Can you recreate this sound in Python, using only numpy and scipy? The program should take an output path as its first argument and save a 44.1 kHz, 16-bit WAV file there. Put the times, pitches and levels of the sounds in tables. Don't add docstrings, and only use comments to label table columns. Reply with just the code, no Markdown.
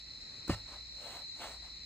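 import sys
import numpy as np
from scipy import signal
from scipy.fft import rfft, irfft, next_fast_len
from scipy.io import wavfile
from scipy.ndimage import map_coordinates

SR = 44100
rng = np.random.default_rng(int(sys.argv[2]) if len(sys.argv) > 2 else 0)


def put_to_file(sound):
    columns = np.atleast_2d(sound).T
    safe = np.clip(columns, -1, 1)
    whole_steps = np.round(safe * 32767)
    wavfile.write(sys.argv[1], SR, whole_steps.astype(np.int16))


N = 81585


def amp(db):
    return 10 ** (np.asarray(db) / 20)


def unit(x):
    return x / np.sqrt(np.mean(x ** 2) + 1e-20)


def clock():
    return np.arange(N) / SR


def along(points, hz):
    pitches, values = np.transpose(points)
    return np.interp(np.log(np.maximum(hz, 1e-6)), np.log(pitches), values)


def level(rows):
    return amp(np.interp(clock(), *np.transpose(rows)))


def wobble(rate):
    return map_coordinates(rng.standard_normal(256), [clock() * rate], mode="wrap")


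def filtered(x, response):
    size = next_fast_len(N + SR // 2)
    return irfft(rfft(x, size) * response(np.fft.rfftfreq(size, 1 / SR)), size)[..., :N]


def white():
    return rng.standard_normal((2, N))


def coloured(pair, colour, alike, pitch=1):
    def response(hz):
        spread = np.arccos(np.clip(along(alike, hz), -1, 1)) / 2
        return amp(along(colour, hz / pitch)) * [np.cos(spread), np.sin(spread)]
    middle, side = filtered(pair, response)
    return unit(np.array([middle + side, middle - side]))


def struck(start, attack, t60):
    age = np.maximum(clock() - start, 0)
    return (1 - np.exp(-age / attack)) * amp(-60 * age / t60)


# frequency in Hz, head start of the left port in milliseconds (below 0 it lags).
LEFT_LEAD = [(300, 0.13), (900, -0.063), (2200, 0.087), (7000, 0.12)]
def left_first(x):
    sides = np.array([[1], [-1]])
    return filtered(x, lambda hz: np.exp(1j * np.pi * hz * along(LEFT_LEAD, hz) / 1000 * sides))


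# time in seconds, level in dB.
AIR_LEVEL = [(0, -65), (.2, -60.5), (.36, -59), (.62, -59.5), (.88, -64), (1.33, -63.5), (1.6, -62.5),
             (1.85, -62.5)]
# frequency in Hz, relative level in dB.
AIR_COLOUR = [(15, -12.5), (35, 5), (100, 3), (160, -1.5), (260, -4), (550, -13), (1000, -14),
              (1600, -15.5), (3200, -27.5), (8000, -98), (16000, -54)]
# frequency in Hz, left-right match.
AIR_MATCH = [(100, 0.99), (300, 0.78), (700, 0), (1400, 0.32), (3000, 0.041)]
def air():
    return level(AIR_LEVEL) * coloured(white(), AIR_COLOUR, AIR_MATCH)


# time in seconds, level in dB.
HUM_LEVEL = [(0, -60), (.4, -82), (.66, -59), (.97, -61), (1.1, -70), (1.42, -72), (1.51, -58.5),
             (1.73, -59), (1.85, -70)]
def hum(hz=58.8):
    return level(HUM_LEVEL) * unit(np.sin(2 * np.pi * hz * clock() + 0.26 * wobble(7.0)))


# frequency in Hz, relative level in dB.
FAR_CRICKET_COLOUR = [(3000, -74), (3550, -24), (3880, -4.5), (4100, 1), (4400, -5.5), (4620, -14),
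                      (4950, -13), (5280, -12.5), (5650, -15.5), (6000, -78.5)]
LOW_INSECT_COLOUR = [(1400, -63.5), (1750, -9), (1930, 3), (2200, -1.5), (2480, 3.5), (2900, -8.5),
                     (3600, -11.5), (5000, -30.5)]
HIGH_INSECT_COLOUR = [(5000, -42.5), (5850, 1), (6250, 9), (7100, 9.5), (8100, -1.5), (9000, -19.5),
                      (10200, -7), (11500, -52), (14000, -6.5), (16000, -26)]
# frequency in Hz, left-right match.
INSECT_MATCH = [(1900, 0.73), (2450, -0.29), (3100, -0.15), (3900, 0.93), (4350, 0.91), (4900, -0.71),
                (5400, -0.75), (6000, -1.4)]
def far_insects():
    middle = amp(-51.5) * coloured(white(), FAR_CRICKET_COLOUR, INSECT_MATCH)
    low = amp(-64 + 0.53 * wobble(17)) * coloured(white(), LOW_INSECT_COLOUR, INSECT_MATCH)
    high = amp(-66.5 + wobble(23)) * left_first(coloured(white(), HIGH_INSECT_COLOUR, [(7000, 0.85)]))
    return middle + low + high


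# pitch in Hz, level in dB.
THIN_NOTES = [(4640, -75), (4965, -76.5), (5215, -71.5), (5388, -75.5)]
def thin_trills(waver_hz=12, swell_db=6):
    out = np.zeros((2, N))
    for hz, db in THIN_NOTES:
        phase = 2 * np.pi * np.cumsum(hz + waver_hz * wobble(30)) / SR
        for port in out:
            swell = amp(swell_db * wobble(14))
            port += amp(db) * unit(swell * np.sin(phase + wobble(7.9)))
    return out


# pitch in Hz, relative level in dB, wing strokes per second.
NEAR_CRICKETS = [(3916, -9, 34), (4010, -7, 40), (4080, -3, 39), (4060, 2.5, 39.5), (4325, -15.5, 43),
                 (4270, -9, 36)]
# time in seconds, level in dB before boost_db is added.
CRICKET_SWELL = [(0, -54.5), (.22, -51.5), (.33, -55.5), (.6, -53), (1, -52.5), (1.3, -50.5), (1.43, -59),
                 (1.55, -53.5), (1.85, -56)]
def crickets(boost_db=2, sag_hz=57.6, drift_hz=14, swell_db=2.5, direct_db=-4.5, echo_seconds=0.17):
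    t, out = clock(), np.zeros((2, N))
    echo_fade = amp(-60 * t[:SR // 2] / echo_seconds)
    for pitch, db, strokes in NEAR_CRICKETS:
        wing = (strokes * t + rng.random() + 0.15 * wobble(11.14)) % 1
        hz = pitch - sag_hz * (wing - .5) + drift_hz * wobble(8)
        pulses = np.sin(np.pi * wing) ** 4
        trill = pulses * np.sin(2 * np.pi * np.cumsum(hz) / SR)
        yard = echo_fade * rng.standard_normal((2, len(echo_fade)))
        echo = signal.fftconvolve(trill[None], yard, axes=1)[:, :N]
        middle = unit(unit(echo[0]) + amp(direct_db) * unit(trill))
        out += amp(db + swell_db * wobble(7.52)) * np.array([middle, unit(echo[1])])
    all_around = coloured(out, colour=[(4115, 0)], alike=[(4115, 0.1)])
    return amp(boost_db) * level(CRICKET_SWELL) * all_around


def grit(clicks_per_second=3000, share=0.51, spread_db=3):
    clicks = (rng.random((2, N)) < clicks_per_second / SR) * np.sign(white())
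    sizes = amp(spread_db * np.minimum(rng.exponential(size=(2, N)), 4))
    return np.sqrt(share) * unit(clicks * sizes) + np.sqrt(1 - share) * white()


# pitch in Hz, width in Hz, level in dB against the plain sound.
WALL_PEAKS = [(573, 99, -0.5), (685, 19, -1.5), (791, 11, -2), (877.5, 11, 1.5), (1033, 33, -8.5),
              (1313, 14, 5), (1382, 6.5, -11), (2920, 18, -13)]
def walls(x):
    return filtered(x, lambda f: 1 + sum(amp(db) * 1j * f * width / (hz * hz - f * f + 1j * f * width)
                                         for hz, width, db in WALL_PEAKS))


TOUCH_S, HEEL_S = .4795, .4955
# frequency in Hz, left-right match.
CLOSE_MATCH = [(200, 0.96), (1200, 0.99), (2100, 1), (4500, 0.59), (7000, 1), (14000, 0.89)]
# frequency in Hz, relative level in dB.
TOUCH_COLOUR = [(150, -13), (320, 8), (600, -7), (1200, 13.5), (3000, -17), (5600, -3), (7200, 6.5),
                (10000, -13), (15000, -5.5)]
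def tick():
    return amp(-30) * struck(TOUCH_S, 0.0012, t60=.011) * coloured(white(), TOUCH_COLOUR, CLOSE_MATCH)


# pitch in Hz, level in dB, seconds to fade by 60 dB.
HEEL_NOTES = [(52, -44.5, 0.55), (79, -23, 0.096), (106.4, -30, 0.25), (178.7, -21.5, 0.073),
              (232, -18, 0.046), (284.7, -12.5, 0.03), (314, -29.5, 0.062), (558.3, -26.5, 0.046),
              (764, -27, 0.038), (1044, -27, 0.026), (1169, -25.5, 0.028), (1818, -35, 0.035),
              (2810, -46, 0.25)]
# frequency in Hz, relative level in dB.
HEEL_SLAP_COLOUR = [(70, -25), (250, -15), (400, -24), (520, -25), (1200, 34), (1750, -17), (3000, 6),
                    (8000, -31), (15000, -58)]
def heel(tap_db=-20, attack=.004):
    thud = np.zeros(N)
    for start, force_db in [(TOUCH_S, tap_db), (HEEL_S, 0)]:
        for hz, db, t60 in HEEL_NOTES:
            note = np.sin(2 * np.pi * hz * (clock() - start))
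            thud += amp(force_db + db) * struck(start, attack, t60) * note
    slap = struck(HEEL_S, attack, t60=0.014) * coloured(white(), HEEL_SLAP_COLOUR, CLOSE_MATCH)
    return thud + amp(-33.5) * slap


# time in seconds, level in dB before the walls add to it.
CRUNCH_LEVEL = [(.473, -70.5), (.478, -51), (.49, -51.5), (.496, -38), (.524, -41.5), (.543, -42.5),
                (.549, -44), (.554, -56.5), (.62, -71)]
# frequency in Hz, relative level in dB.
CRUNCH_COLOUR = [(100, 3.5), (310, -6.5), (430, -9), (800, -6.5), (1500, -7.5), (2200, -4.5), (3500, -12.5),
                 (4800, -4.5), (5700, -17.5), (7500, -15), (10000, -23), (11800, -67.5), (13500, -22.5),
                 (15500, -32)]
def crush():
    return walls(level(CRUNCH_LEVEL) * coloured(grit(), CRUNCH_COLOUR, CLOSE_MATCH))


# fastest moment, rise and fall
# in seconds, rub level in dB, rub pitch in Hz, hiss in dB against the rub, hiss tilt in dB per octave.
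CLOTH_MOVES = [(.36, .13, 0.099, -72, 512, 4.5, -5), (0.566, 0.022, 0.048, -65, 890, -2, 5),
               (0.714, 0.038, 0.074, -55, 1110, -8.5, 0), (1.12, 0.13, 0.063, -54.5, 715, -4, 2),
               (1.175, 0.1, 0.057, -56, 920, -7.5, 6), (1.427, 0.027, .049, -46, 860, -10, 2.5),
               (1.478, 0.1, .08, -53.5, 950, -1, 0.1), (1.653, 0.04, 0.06, -63, 940, -3, -1.5)]
# multiple of the rub pitch, relative level in dB.
CLOTH_RUB_COLOUR = [(.15, -9), (.3, -5.5), (.5, -8.5), (.75, -2), (1, -1.5), (1.4, -6.5), (2, -8.5),
                    (2.8, -11), (4.5, -6.5), (8, -45)]
# frequency in Hz, relative level in dB.
FIBRE_HISS_COLOUR = [(900, -14), (2100, 11), (3200, -7), (4700, -31), (5700, 0.5), (6600, 3.5), (8500, 2),
                     (10000, -8.5), (11600, -53), (13300, -3), (16000, -13)]
def rustles_and_wipes(judder_db=0.7, judder_rate=70, flatness=2.64):
    out = np.zeros((2, N))
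    for fastest, rise, fall, db, pitch, hiss_db, tilt_db in CLOTH_MOVES:
        t = clock() - fastest
        speed = np.exp(-np.abs(t / np.where(t < 0, rise, fall)) ** flatness)
        rub = coloured(grit(), CLOTH_RUB_COLOUR, CLOSE_MATCH, pitch)
        tilted = [(hz, band_db + tilt_db * np.log2(hz / 5000)) for hz, band_db in FIBRE_HISS_COLOUR]
        hiss = coloured(grit(), tilted, CLOSE_MATCH)
        out += speed * amp(db + judder_db * wobble(judder_rate)) * (rub + amp(hiss_db) * hiss)
    return walls(out)


def scene():
    close = left_first(tick() + heel() + crush() + rustles_and_wipes())
    return close + crickets() + thin_trills() + far_insects() + air() + hum()


def record(dry):
    bass_cut = signal.butter(2, 25, "highpass", fs=SR, output="sos")
    return filtered(signal.sosfilt(bass_cut, dry), lambda hz: hz < 15720)


dry = scene()
out = record(dry)
put_to_file(out)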